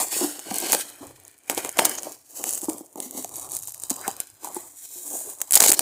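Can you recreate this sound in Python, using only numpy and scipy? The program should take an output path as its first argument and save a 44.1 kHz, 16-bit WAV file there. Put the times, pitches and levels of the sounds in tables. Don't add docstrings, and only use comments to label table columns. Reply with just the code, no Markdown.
import sys
import numpy as np
from scipy import signal
from scipy.fft import rfft, irfft
from scipy.io import wavfile
from scipy.ndimage import uniform_filter1d

SR = 44100
rng = np.random.default_rng(int(sys.argv[2]) if len(sys.argv) > 2 else 0)


def boost_factor(decibels):
    exponent = np.asarray(decibels, float) / 20
    return 10 ** exponent


def to_wav(sig):
    pcm = np.clip(np.atleast_2d(sig), -1, 1) * 32767
    pcm = np.round(pcm).astype(np.int16)
    wavfile.write(sys.argv[1], SR, pcm.T)


N = 256216

# (frequency [Hz], density [dB per Hz])
HUSH = [(18, -45), (30, -20), (149, -29), (280, 16), (426, -5), (649, -5), (1910, 0), (8980, -19),
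        (16000, -22)]
# (frequency [Hz], density [dB per Hz])
TABLE = [(15, -56.5), (25, -12.5), (59, -8), (102, 1.5), (150, -3), (200, -67.5), (330, -120)]
# (frequency [Hz], density [dB per Hz])
CARD = [(88, -68), (150, -18), (302, 4.5), (487, -1), (742, 1), (982, -3), (1150, -5.5), (1400, -17),
        (1820, -69), (3080, -120)]
# (frequency [Hz], density [dB per Hz])
TAPE = [(820, -51), (1400, -11.5), (1620, -9.5), (1970, -10), (2240, -5.5), (2730, -10.5), (2990, -5.5),
        (3470, -8), (3830, -2.5), (5170, -0.5), (5900, -2), (7670, -29.5), (13000, -120)]
# (frequency [Hz], density [dB per Hz])
FILM = [(3470, -44), (5900, -2), (6690, 7.5), (8520, 8.5), (11500, 2.5), (14900, 2), (16000, -4)]
# (frequency [Hz], density [dB per Hz])
CRUNCH = [(700, -30), (1300, -0.5), (2300, -1.5), (4000, -4.5), (6000, -7.5), (8500, -40)]
# (frequency [Hz], level [dB], t60 [s])
BOX = [(290, -12.5, 0.13), (541, -1.5, 0.033), (785, 4.5, 0.051), (1029, -15, 0.0099)]
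# (time [s], length [s], extra shake [dB])
SHOVES = [
    (.47, 0.056, 21),
    (0.995, 0.26, 15.5),
    (1.46, 0.51, 9),
    (2.619, 0.12, 13.5),
    (3.08, 1, 10),
    (4.053, 0.085, 8),
    (4.284, 0.09, 11),
    (4.604, 0.17, 2.5),
]
# (time [s], length [s], peak level [dB])
SCRAPES = [
    (0.1, 0.25, -42),
    (0.607, .13, -35),
    (4.0, 0.1, -28.5),
    (1.7, 0.2, -36),
    (5.04, 0.4, -53),
]
# (time [s], length [s], peak level [dB], frequency [Hz])
SQUEAKS = [
    (.11, 0.077, -29.5, 2550),
    (.775, .035, -22.5, 9050),
    (0.927, .09, -49, 1580),
    (0.918, 0.089, -54, 2520),
    (1.973, 0.026, -21, 6500),
    (3.412, 0.094, -46, 1160),
]
# (time [s], peak level [dB], panel frequency [Hz], t60 [s])
KNOCKS = [(.046, -29.5, 740, 0.047), (.164, -24.5, 397, 0.022), (.212, -19, 350, 0.16),
          (0.23, -22, 295, 0.23), (0.244, -17.5, 339, 0.05), (0.467, -35.5, 316, 0.044),
          (.513, -20, 221, 0.024), (0.636, -23, 333, 0.043), (.744, -15, 570, 0.015),
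          (1.772, -22, 696, .03), (2.396, -33, 500, 0.035), (3.148, -30.5, 290, 0.067),
          (3.682, -41, 910, 0.018), (4.958, -46, 359, 0.32), (5.152, -30.5, 695, .03),
          (5.21, -36.5, 640, .04), (1.008, -36, 281, 0.28), (1.574, -23.5, 392, 0.025),
          (1.788, -7, 613, 0.0044), (1.819, -16, 677, 0.048), (2.069, -24, 610, 0.036),
          (2.466, -35, 830, 0.058), (2.63, -28, 328, 0.029), (2.684, -16, 315, 0.063),
          (2.808, -30, 316, 0.038), (2.957, -27, 316, 0.014), (2.998, -31, 317, 0.027),
          (3.059, -37.5, 254, 0.13), (3.174, -30, 259.4, 0.15), (3.246, -24.5, 725, 0.025),
          (3.91, -23.5, 265, 0.041), (4.08, -13.5, 289, 0.004), (4.445, -25.5, 970, 0.031),
          (4.472, -25.5, 830, .025), (4.565, -21, 353, 0.055), (5.272, -34.5, 404, .075),
          (5.658, -22, 437, 0.036), (5.692, -17.5, 353, 0.046)]
# (peak time [s], film level [dB], rise [s], fall [s], weight on the card
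# [dB])
STROKES = [(0, -17.5, .1, 0.068, -5.5), (0.07, -34, 0.0058, 0.085, -6), (0.124, -23.5, 0.025, 0.21, -16),
           (0.226, -24.5, 0.11, 0.13, -6), (.4, -64, 0.5, 0.11, 5.5), (.55, -34.5, 0.068, 0.067, -6),
           (0.66, -36, 0.12, 0.45, -4.5), (0.749, -29, 0.42, 0.081, -6.5), (.81, -32, 0.22, 0.046, -28),
           (.87, -66, 0.076, 0.16, -19), (1.021, -48, 0.019, 0.18, 4.5), (1.25, -58, 0.23, 0.28, -4),
           (1.46, -59.5, 0.16, .1, -4), (1.48, -46, .012, 0.046, -9), (1.51, -30, 0.021, 0.091, -1),
           (1.585, -25.5, 0.027, 0.039, -3.5), (1.648, -34, 0.07, 0.09, 0), (1.8, -29.5, 0.052, 0.21, 3),
           (1.867, -33, 0.12, 0.19, -2.5), (2.068, -39, 0.16, .13, -1), (2.3, -48.5, .012, .08, -10),
           (2.37, -39.5, 0.035, 0.31, -11), (2.481, -28.5, 0.14, 0.16, -13.5),
           (2.578, -35, 0.2, 0.036, -10.5), (2.636, -32.5, 0.028, 0.064, -7),
           (2.692, -36, 0.013, 0.16, -3.5), (2.977, -43.5, 0.017, 0.074, -1.5),
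           (3.026, -35.5, 0.046, 0.093, -12.5), (3.06, -41, .1, 0.017, -22),
           (3.185, -31, 0.083, 0.11, -15), (3.314, -39.5, 0.027, 1, -6), (3.45, -51, 0.54, 0.3, 6.5),
           (3.543, -28, 0.063, 0.071, -9.5), (3.638, -54, .1, 0.08, -30.5),
           (3.68, -31.5, 0.015, 0.033, -19), (3.836, -41, 0.11, 0.078, -3), (3.901, -33.5, 0.011, 0.11, -2),
           (4.087, -36, 0.23, 0.14, 3), (4.21, -40, 0.03, 0.082, -10), (4.35, -63, .1, .1, -4),
           (4.451, -32, 0.038, 0.041, 0.5), (4.5, -54, 0.12, 0.21, 13), (4.56, -40, 0.12, 0.27, -6.5),
           (4.77, -43, 0.039, 0.38, -27), (4.856, -38, 0.092, 0.023, -20.5), (4.97, -37, 0.16, 0.17, -19.5),
           (5.07, -31.5, 0.033, 0.14, -20.5), (5.114, -38, 0.019, 0.053, -8.5),
           (5.15, -29, 0.19, 0.23, -17.5), (5.3, -34.5, 0.16, 0.052, -10.5), (5.335, -40, 0.11, 0.016, -5),
           (5.42, -45, 0.14, 0.12, 0), (5.544, -14, 0.027, 0.054, -12.5), (5.63, -20.5, 0.1, 0.12, -3),
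           (5.692, -24.5, 0.09, 0.074, -4.5), (5.81, -34, 0.13, 0.084, -12)]
# (time [s], tape scrape against film [dB], its lower half [dB], boom of the box [dB])
STICKY = [(0, -17.5, 11.5, -8.5), (.1, -10, 9, -4), (.22, -12, 8, 2.5), (.45, -6.5, 13.5, 4.5),
          (.6, -5.5, 6.5, 3), (1.9, -8, 15.5, -0.5), (2.301, -11, 4.5, 0.5), (3.2, -10.5, -2, 9),
          (3.35, -12, 0, -5.5), (3.75, -7.5, -14, -13), (4.2, -8.5, 14, -5.5), (4.7, -16.5, 5.5, -6),
          (4.86, -9.5, -4, -3.5), (5.15, -21.5, 5.5, 7.5), (5.45, -13.5, 2.5, -11.5), (5.55, -9, 5, -20),
          (5.81, -2.5, 3, 12.5)]
# (time [s], crinkle share [0-1])
GRAIN = [(0, .2), (.35, .15), (.5, .35), (3.2, .35), (3.3, .55), (3.95, .55), (4.05, .35), (4.75, .28),
         (5.33, .28), (5.4, .5)]
# (time [s], length [s], peak level [dB])
TEARS = [(.001, 0.022, -10.5), (0.728, 0.025, -6), (1.501, 0.0085, -18), (1.572, 0.0084, -27),
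         (1.782, 0.014, -17), (1.848, 0.02, -7.5), (3.901, 0.017, -15), (5.57, 0.0069, -15),
         (5.573, 0.004, 0), (5.5356, 0.012, -1.5), (5.554, 0.013, 1), (5.603, 0.0041, 5.5),
         (5.625, 0.037, -2), (5.661, 0.0061, -1), (5.679, 0.019, 0.5), (5.701, 0.0045, -4),
         (5.717, .006, 1), (5.741, 0.0095, -12.5), (5.793, 0.0023, 5.5)]
# (time [s], peak level [dB], lower crunch peak level [dB])
SNAPS = [(0.3929, -17.5, -26.5), (0.5108, -17, -18), (0.5424, -11, -38), (0.558, -10, -42),
         (.5841, -5.5, -35), (.6024, -13, -51), (0.6997, -15, -13), (0.721, 3.5, -19), (0.7294, 1.5, -25),
         (0.7316, -17, -2.5), (.7485, -23, -3.5), (1.1999, -33, -51), (1.2796, -28, -56), (1.498, -2.5, -5),
         (1.5156, -16.5, -35), (1.577, -15.5, -7.5), (1.5813, -12, -28), (1.6482, -11.5, -16),
         (1.6919, -12, -23.5), (1.7888, 0.5, 0), (1.792, -8, 5.5), (1.8526, 4.5, -3.5), (1.899, -19, -44),
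         (1.9845, -19.5, -19.5), (2.032, -14.5, -23.5), (2.4401, -9.5, -15.5), (2.6975, -12, -22),
         (3.0023, -11, -21.5), (3.2453, -14.5, -28.5), (3.836, -14, -30), (4.0792, -7.5, -14.5),
         (4.2021, -6, -27.5)]
# (time [s], peak level [dB], lower crunch peak level [dB])
RIP = [(5.404, -21, -34), (5.416, -3, -21), (5.5088, -2.5, -26), (5.5221, 1, -30), (5.532, -1, -23),
       (5.545, -4, -25), (5.554, 18, -12.5), (5.561, -12.5, -12), (5.5687, -10, -4.5), (5.5764, -20, -24),
       (5.6042, -7, -6), (5.6202, -1, -4.5), (5.625, -2, -30), (5.6136, -12, -39), (5.6391, 1, -2.5),
       (5.6624, -22, -6), (5.6751, 1.5, -23), (5.682, -6, -21), (5.691, 0.5, -26), (5.703, 1.5, -18),
       (5.718, 3, -11), (5.732, -6, -15), (5.737, -5.5, -34), (5.7414, -12, -26), (5.792, 4, -7.5)]
# (time [s], peak level [dB], patch frequency [Hz])
POPS = [(0.0681, -23, 10200), (0.0845, -19, 10400), (0.2898, -23, 12500), (0.3986, -24, 9500),
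        (0.4388, -41, 9400), (0.523, -18.5, 9400), (0.5648, -18.5, 7900), (0.6135, -15, 8450),
        (0.7482, -4, 7250), (0.857, -33, 10800), (0.9005, -26, 10100), (0.9597, -36, 11700),
        (1.0691, -31, 10070), (1.1191, -43, 8200), (1.2355, -35, 11300), (1.2505, -30, 9250),
        (1.2738, -42, 8100), (1.313, -37, 8600), (1.3794, -40, 8650), (1.3872, -38, 8100),
        (1.4357, -40, 9100), (1.4601, -40, 7700), (1.4776, -34, 8500), (1.5478, -15, 9700),
        (1.672, -21.5, 8700), (1.716, -25, 7900), (1.7268, -25, 11400), (1.7718, -15.5, 9600),
        (1.7953, -2, 8340), (1.855, -11, 12800), (1.8903, -22, 9300), (1.8947, -10, 9100),
        (1.9194, -23, 10400), (1.9522, -16, 9350), (1.9574, -29, 10400), (2.0235, -25, 10200),
        (2.094, -27, 11400), (2.1207, -21, 8500), (2.125, -27, 9000), (2.1447, -35, 9100),
        (2.1674, -38, 11100), (2.1883, -38, 7870), (2.291, -42, 11230), (2.3017, -40, 8600),
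        (2.3074, -29.5, 9500), (2.325, -35, 10500), (2.3293, -39, 9300), (2.4676, -22, 11500),
        (2.4706, -19.5, 10600), (2.4822, -25, 11000), (2.4918, -9, 8900), (2.503, -20, 8300),
        (2.5075, -10.5, 10000), (2.5136, -18, 9400), (2.528, -14, 10800), (2.5348, -11, 10500),
              (2.5433, -18, 10300), (2.5481, -9.5, 10500), (2.5532, -13, 11300), (2.5762, -16, 8500),
              (2.579, -22, 8200), (2.5882, -18, 7200), (2.6119, -22, 10200), (2.6163, -16, 8300),
              (2.6379, -19, 11500), (2.643, -16, 11000), (2.6489, -24, 9000), (2.6547, -22, 8100),
              (2.6932, -12.5, 10500), (2.7143, -30, 9400), (2.7203, -31, 8000), (2.7322, -21.5, 10100),
              (2.7827, -21, 7500), (2.7925, -32, 8800), (2.81, -36, 8300), (2.8607, -34, 10100),
              (2.865, -34, 11340), (2.928, -35, 10600), (2.9327, -38, 10500), (2.958, -25, 7000),
              (2.9749, -30, 10100), (3.1096, -19, 8600), (3.225, -23, 8700), (3.2767, -30, 9100),
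              (3.2926, -21.5, 7450), (3.3573, -18.5, 9100), (3.3661, -20, 12100), (3.3822, -23, 8600),
              (3.397, -18.5, 9350), (3.4142, -30, 13300), (3.4249, -29, 13000), (3.4283, -23, 9300),
              (3.4458, -30, 11200), (3.4742, -33, 8600), (3.4901, -28, 9700), (3.4971, -23, 11600),
              (3.5187, -13, 12700), (3.5356, -20, 10500), (3.5504, -13, 11100), (3.567, -10.5, 10100),
              (3.576, -25, 10300), (3.5896, -19, 12700), (3.5964, -29, 9400), (3.5998, -25, 10500),
        (3.6141, -42, 9000), (3.6245, -22, 10700), (3.6319, -23, 8800), (3.636, -19, 8700),
             (3.6547, -24, 12700), (3.6735, -18, 9000), (3.6804, -24, 9550), (3.684, -21, 12000),
             (3.6883, -24, 10900), (3.694, -20, 9100), (3.706, -23, 8100), (3.721, -21.5, 11500),
             (3.745, -19, 9150), (3.7785, -27, 11300), (3.799, -22, 13800), (3.8035, -30, 8900),
             (3.8198, -23, 8000), (3.8234, -24, 9200), (3.8677, -27, 8100), (3.8806, -36, 8400),
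             (3.8853, -32, 9100), (3.8975, -12, 9900), (3.9027, -4, 9800), (3.9066, -14, 8900),
             (3.9378, -23, 7700), (3.9603, -21, 10100), (3.964, -19, 8650), (4.013, -20, 13100),
             (4.1129, -19, 9300), (4.1658, -24, 8800), (4.2068, -23, 9700), (4.271, -30.5, 9200),
             (4.3008, -31.5, 9600), (4.3418, -39, 11800), (4.3499, -40, 13100), (4.3683, -41.5, 13700),
             (4.4456, -15.5, 8750), (4.474, -23, 8100), (4.4867, -25, 10900), (4.5115, -39, 9600),
             (4.5229, -33, 10300), (4.5458, -16.5, 11200), (4.5556, -24, 11900), (4.5676, -20, 9700),
             (4.608, -27, 8000), (4.7205, -36, 11600), (5.2117, -28, 7340), (5.3693, -38, 8800),
             (5.3751, -33, 11700), (5.386, -29, 11000), (5.419, -14, 10000), (5.4912, -31, 9700)]


def colour(x, spectrum):
    hz, db = np.transpose(spectrum)
    bins_hz = np.arange(1025) * SR / 2048
    curve_db = np.interp(np.log(bins_hz + 1), np.log(hz), db)
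    cepstrum = irfft(np.log(boost_factor(curve_db)))
    cepstrum[1:1024] *= 2
    cepstrum[1025:] = 0
    response = irfft(np.exp(rfft(cepstrum)))
    return signal.fftconvolve(x, response / np.sqrt(np.sum(response ** 2)))[:len(x)]


def tilt(x, hz, low_db):
    low = signal.sosfiltfilt(signal.butter(2, hz, fs=SR, output="sos"), x)
    return x + (boost_factor(low_db) - 1) * low


def add(out, s, x, db):
    i = int(s * SR)
    out[i:i + len(x)] += (x * boost_factor(db) / np.max(np.abs(x)))[:N - i]


def ring(t, hz, t60):
    return np.sin(2 * np.pi * hz * t) * np.exp(-np.log(1000) * t / max(t60, .002))


def unit(x):
    return x / np.sqrt(np.sum(x ** 2))


def walk(rate):
    k = int(SR / rate)
    return uniform_filter1d(np.repeat(rng.standard_normal(N // k + 1), k), k)[:N]


def grit(per_s, scatter_db, smear_s, share):
    size_db = scatter_db * np.minimum(rng.exponential(size=N), np.e)
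    slips = (rng.random(N) < per_s / SR) * boost_factor(size_db)
    puffs = signal.lfilter([1], [1, -np.exp(-1 / (smear_s * SR))], slips)
    puffs /= np.sqrt(np.mean(puffs ** 2))
    share = np.clip(share, 0, 1)
    return (1 - share + share * puffs) / np.sqrt(1 - share * (1 - share))


def grip(x, share, hold_s=0.309, spread_s=0.0029):
    hop, t, out = int(hold_s * SR), np.arange(256) / SR, np.zeros(N)
    for start in range(-hop, N, hop):
        echoes = share * unit(rng.standard_normal(len(t)) * np.exp(-t / spread_s))
        echoes[0] = 1
        a, b = max(start, 0), min(start + 2 * hop, N)
        held = x[a:b] * np.hanning(2 * hop)[a - start:b - start]
        out[a:b + 255] += signal.fftconvolve(held, echoes)[:N - a] / np.sqrt(1 + share ** 2)
    return out


def hush():
    return boost_factor(-71.5) * colour(rng.standard_normal(N), HUSH)


def room(x):
    t60_s, tail_db = .18, -21
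    t = np.arange(int(.4 * SR)) / SR
    tail = rng.standard_normal(len(t)) * np.exp(-np.log(1000) * t / t60_s) * (t > .003)
    return x + boost_factor(tail_db) * signal.fftconvolve(x, unit(tail))[:N]


def table_rumble(now, card_db):
    shove_db = sum(db * np.sin(np.pi * np.clip((now - a) / length, 0, 1)) ** .5 for a, length, db in SHOVES)
    shake_db = -52.0 + 0.39 * card_db + shove_db
    return colour(rng.standard_normal(N), TABLE) * boost_factor(shake_db + 2.7 * walk(22))


def card_rub(card_db, boom_db):
    lumps = grit(170, 10.0, 0.0047, 0.33) * rng.standard_normal(N)
    card = colour(lumps, CARD) * boost_factor(card_db + 1.6 * walk(40))
    return tilt(card, 830, boom_db)


def scrapes():
    out = np.zeros(N)
    drag = grit(700, 7, 0.002, 0.6) * rng.standard_normal(N)
    drag = colour(drag, [(800, -34), (1500, 4.5), (2400, -9.0), (3500, -33.5)])
    for s, length, db in SCRAPES:
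        count = int(length * SR)
        add(out, s, drag[int(s * SR):][:count] * np.hanning(count), db)
    return out


def squeaks():
    out, t = np.zeros(N), np.arange(882) / SR
    for s, length, db, hz in SQUEAKS:
        count = int(length * SR)
        note = signal.fftconvolve(rng.standard_normal(4410), ring(t, hz, 30 / hz))[882:]
        add(out, s, note[:count] * np.hanning(count) ** .5, db)
    return out


def knocks():
    out, t = np.zeros(N), np.arange(int(.15 * SR)) / SR
    thumps = [(s, db - 9.5, 679 * (0.835 + 0.37 * rng.random()), 0.0096) for s, _, db in SNAPS + RIP]
    for s, db, hz, t60 in KNOCKS + thumps:
        box = np.zeros(len(t))
        for mode_hz, mode_db, mode_t60 in BOX:
            luck_db, detune = 4.0 * rng.standard_normal(), .06 * rng.standard_normal()
            box += boost_factor(mode_db + luck_db) * ring(t, mode_hz * (1 + detune), mode_t60)
        push = (1 + 1.5 * rng.standard_normal(len(t))) * t * np.exp(-t / 0.00015)
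        body = ring(t, hz, t60) + boost_factor(-19.0) * box
        blow = signal.fftconvolve(push, body)[:len(t)]
        add(out, s, colour(blow, [(60, -57.0), (200, -6.5), (1200, 5.5), (2200, -34)]), db)
    return out


def strokes():
    curve, card_steeper, rest_db = 0.96, 1.23, -80
    now = np.arange(0, N, 64) / SR
    film = card = boost_factor(2 * rest_db)
    for s, db, rise, fall, weight_db in STROKES:
        span = np.where(now < s, rise, fall)
        drop_db = np.minimum(20 * (np.abs(now - s) / span) ** curve, 200)
        film = film + boost_factor(2 * (db - drop_db))
        card = card + boost_factor(2 * (db + weight_db - card_steeper * drop_db))
    return [np.interp(np.arange(N) / SR, now, 10 * np.log10(power)) for power in (film, card)]


def film_and_tape(now, film_db, scrape_db, low_db):
    share = np.interp(now, *np.transpose(GRAIN))
    crinkle = grit(1000, 10.0, 0.0012, share) * boost_factor(6 * share * walk(40))
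    film = colour(crinkle * rng.standard_normal(N), FILM) * boost_factor(np.minimum(film_db, -27))
    tape = tilt(colour(crinkle * rng.standard_normal(N), TAPE), 2300, low_db)
    tape *= boost_factor(np.minimum(film_db + scrape_db, -33))
    return grip(film, .4) + grip(tape, 1.1)


def rubbing():
    now = np.arange(N) / SR
    film_db, card_db = strokes()
    s, *held = np.transpose(STICKY)
    scrape_db, low_db, boom_db = (np.interp(now, s, column) for column in held)
    below = table_rumble(now, card_db) + card_rub(card_db, boom_db)
    return below + film_and_tape(now, film_db, scrape_db, low_db)


def tears():
    out = np.zeros(N)
    rasp = grit(1200, 3.5, .0006, .6) * rng.standard_normal(N)
    rasp = colour(rasp, FILM) + boost_factor(-8.0) * colour(rasp, TAPE)
    for s, length, db in TEARS:
        t = np.arange(int(length * SR)) / SR
        add(out, s, rasp[int(s * SR):][:len(t)] * np.exp(-.6 * t / length), db)
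    return out


def releases():
    glue = [(s, db, crunch_db, 6500 + 5000 * rng.random()) for s, db, crunch_db in SNAPS + RIP]
    return glue + [(s, db, db - 65, hz) for s, db, hz in POPS]


def cracks():
    out, t = np.zeros(N), np.arange(int(.03 * SR)) / SR
    click = 1. * (t == 0)
    film, crunch = colour(click, FILM), colour(click, CRUNCH)
    for s, db, crunch_db, hz in releases():
        snap = t / .0002 * np.exp(-t / .0002)
        rustle = boost_factor(-26) * np.exp(-t / .003)
        burst = rng.standard_normal(len(t)) * (snap + rustle)
        patch = unit(ring(t[:200], hz, 0.007))
        bright = np.convolve(burst, film)[:len(t)] + 0.67 * np.convolve(burst, patch)[:len(t)]
        add(out, s, bright, db + 0.036)
        add(out, s, np.convolve(burst, crunch)[:len(t)], crunch_db - 6.0)
    return out


def scene():
    parcel = scrapes() + squeaks() + knocks() + rubbing() + tears() + cracks()
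    mono = hush() + room(parcel)
    return np.array([mono, mono])


def band_limit(x):
    return signal.sosfilt(signal.butter(12, 16820, fs=SR, output="sos"), x)


def record(dry):
    top_cut = signal.ellip(7, .3, 42, 15450, fs=SR, output="sos")
    mix = .9 * np.tanh(signal.sosfilt(top_cut, dry) / .9)
    return band_limit(mix)


dry = scene()
out = record(dry)
to_wav(out)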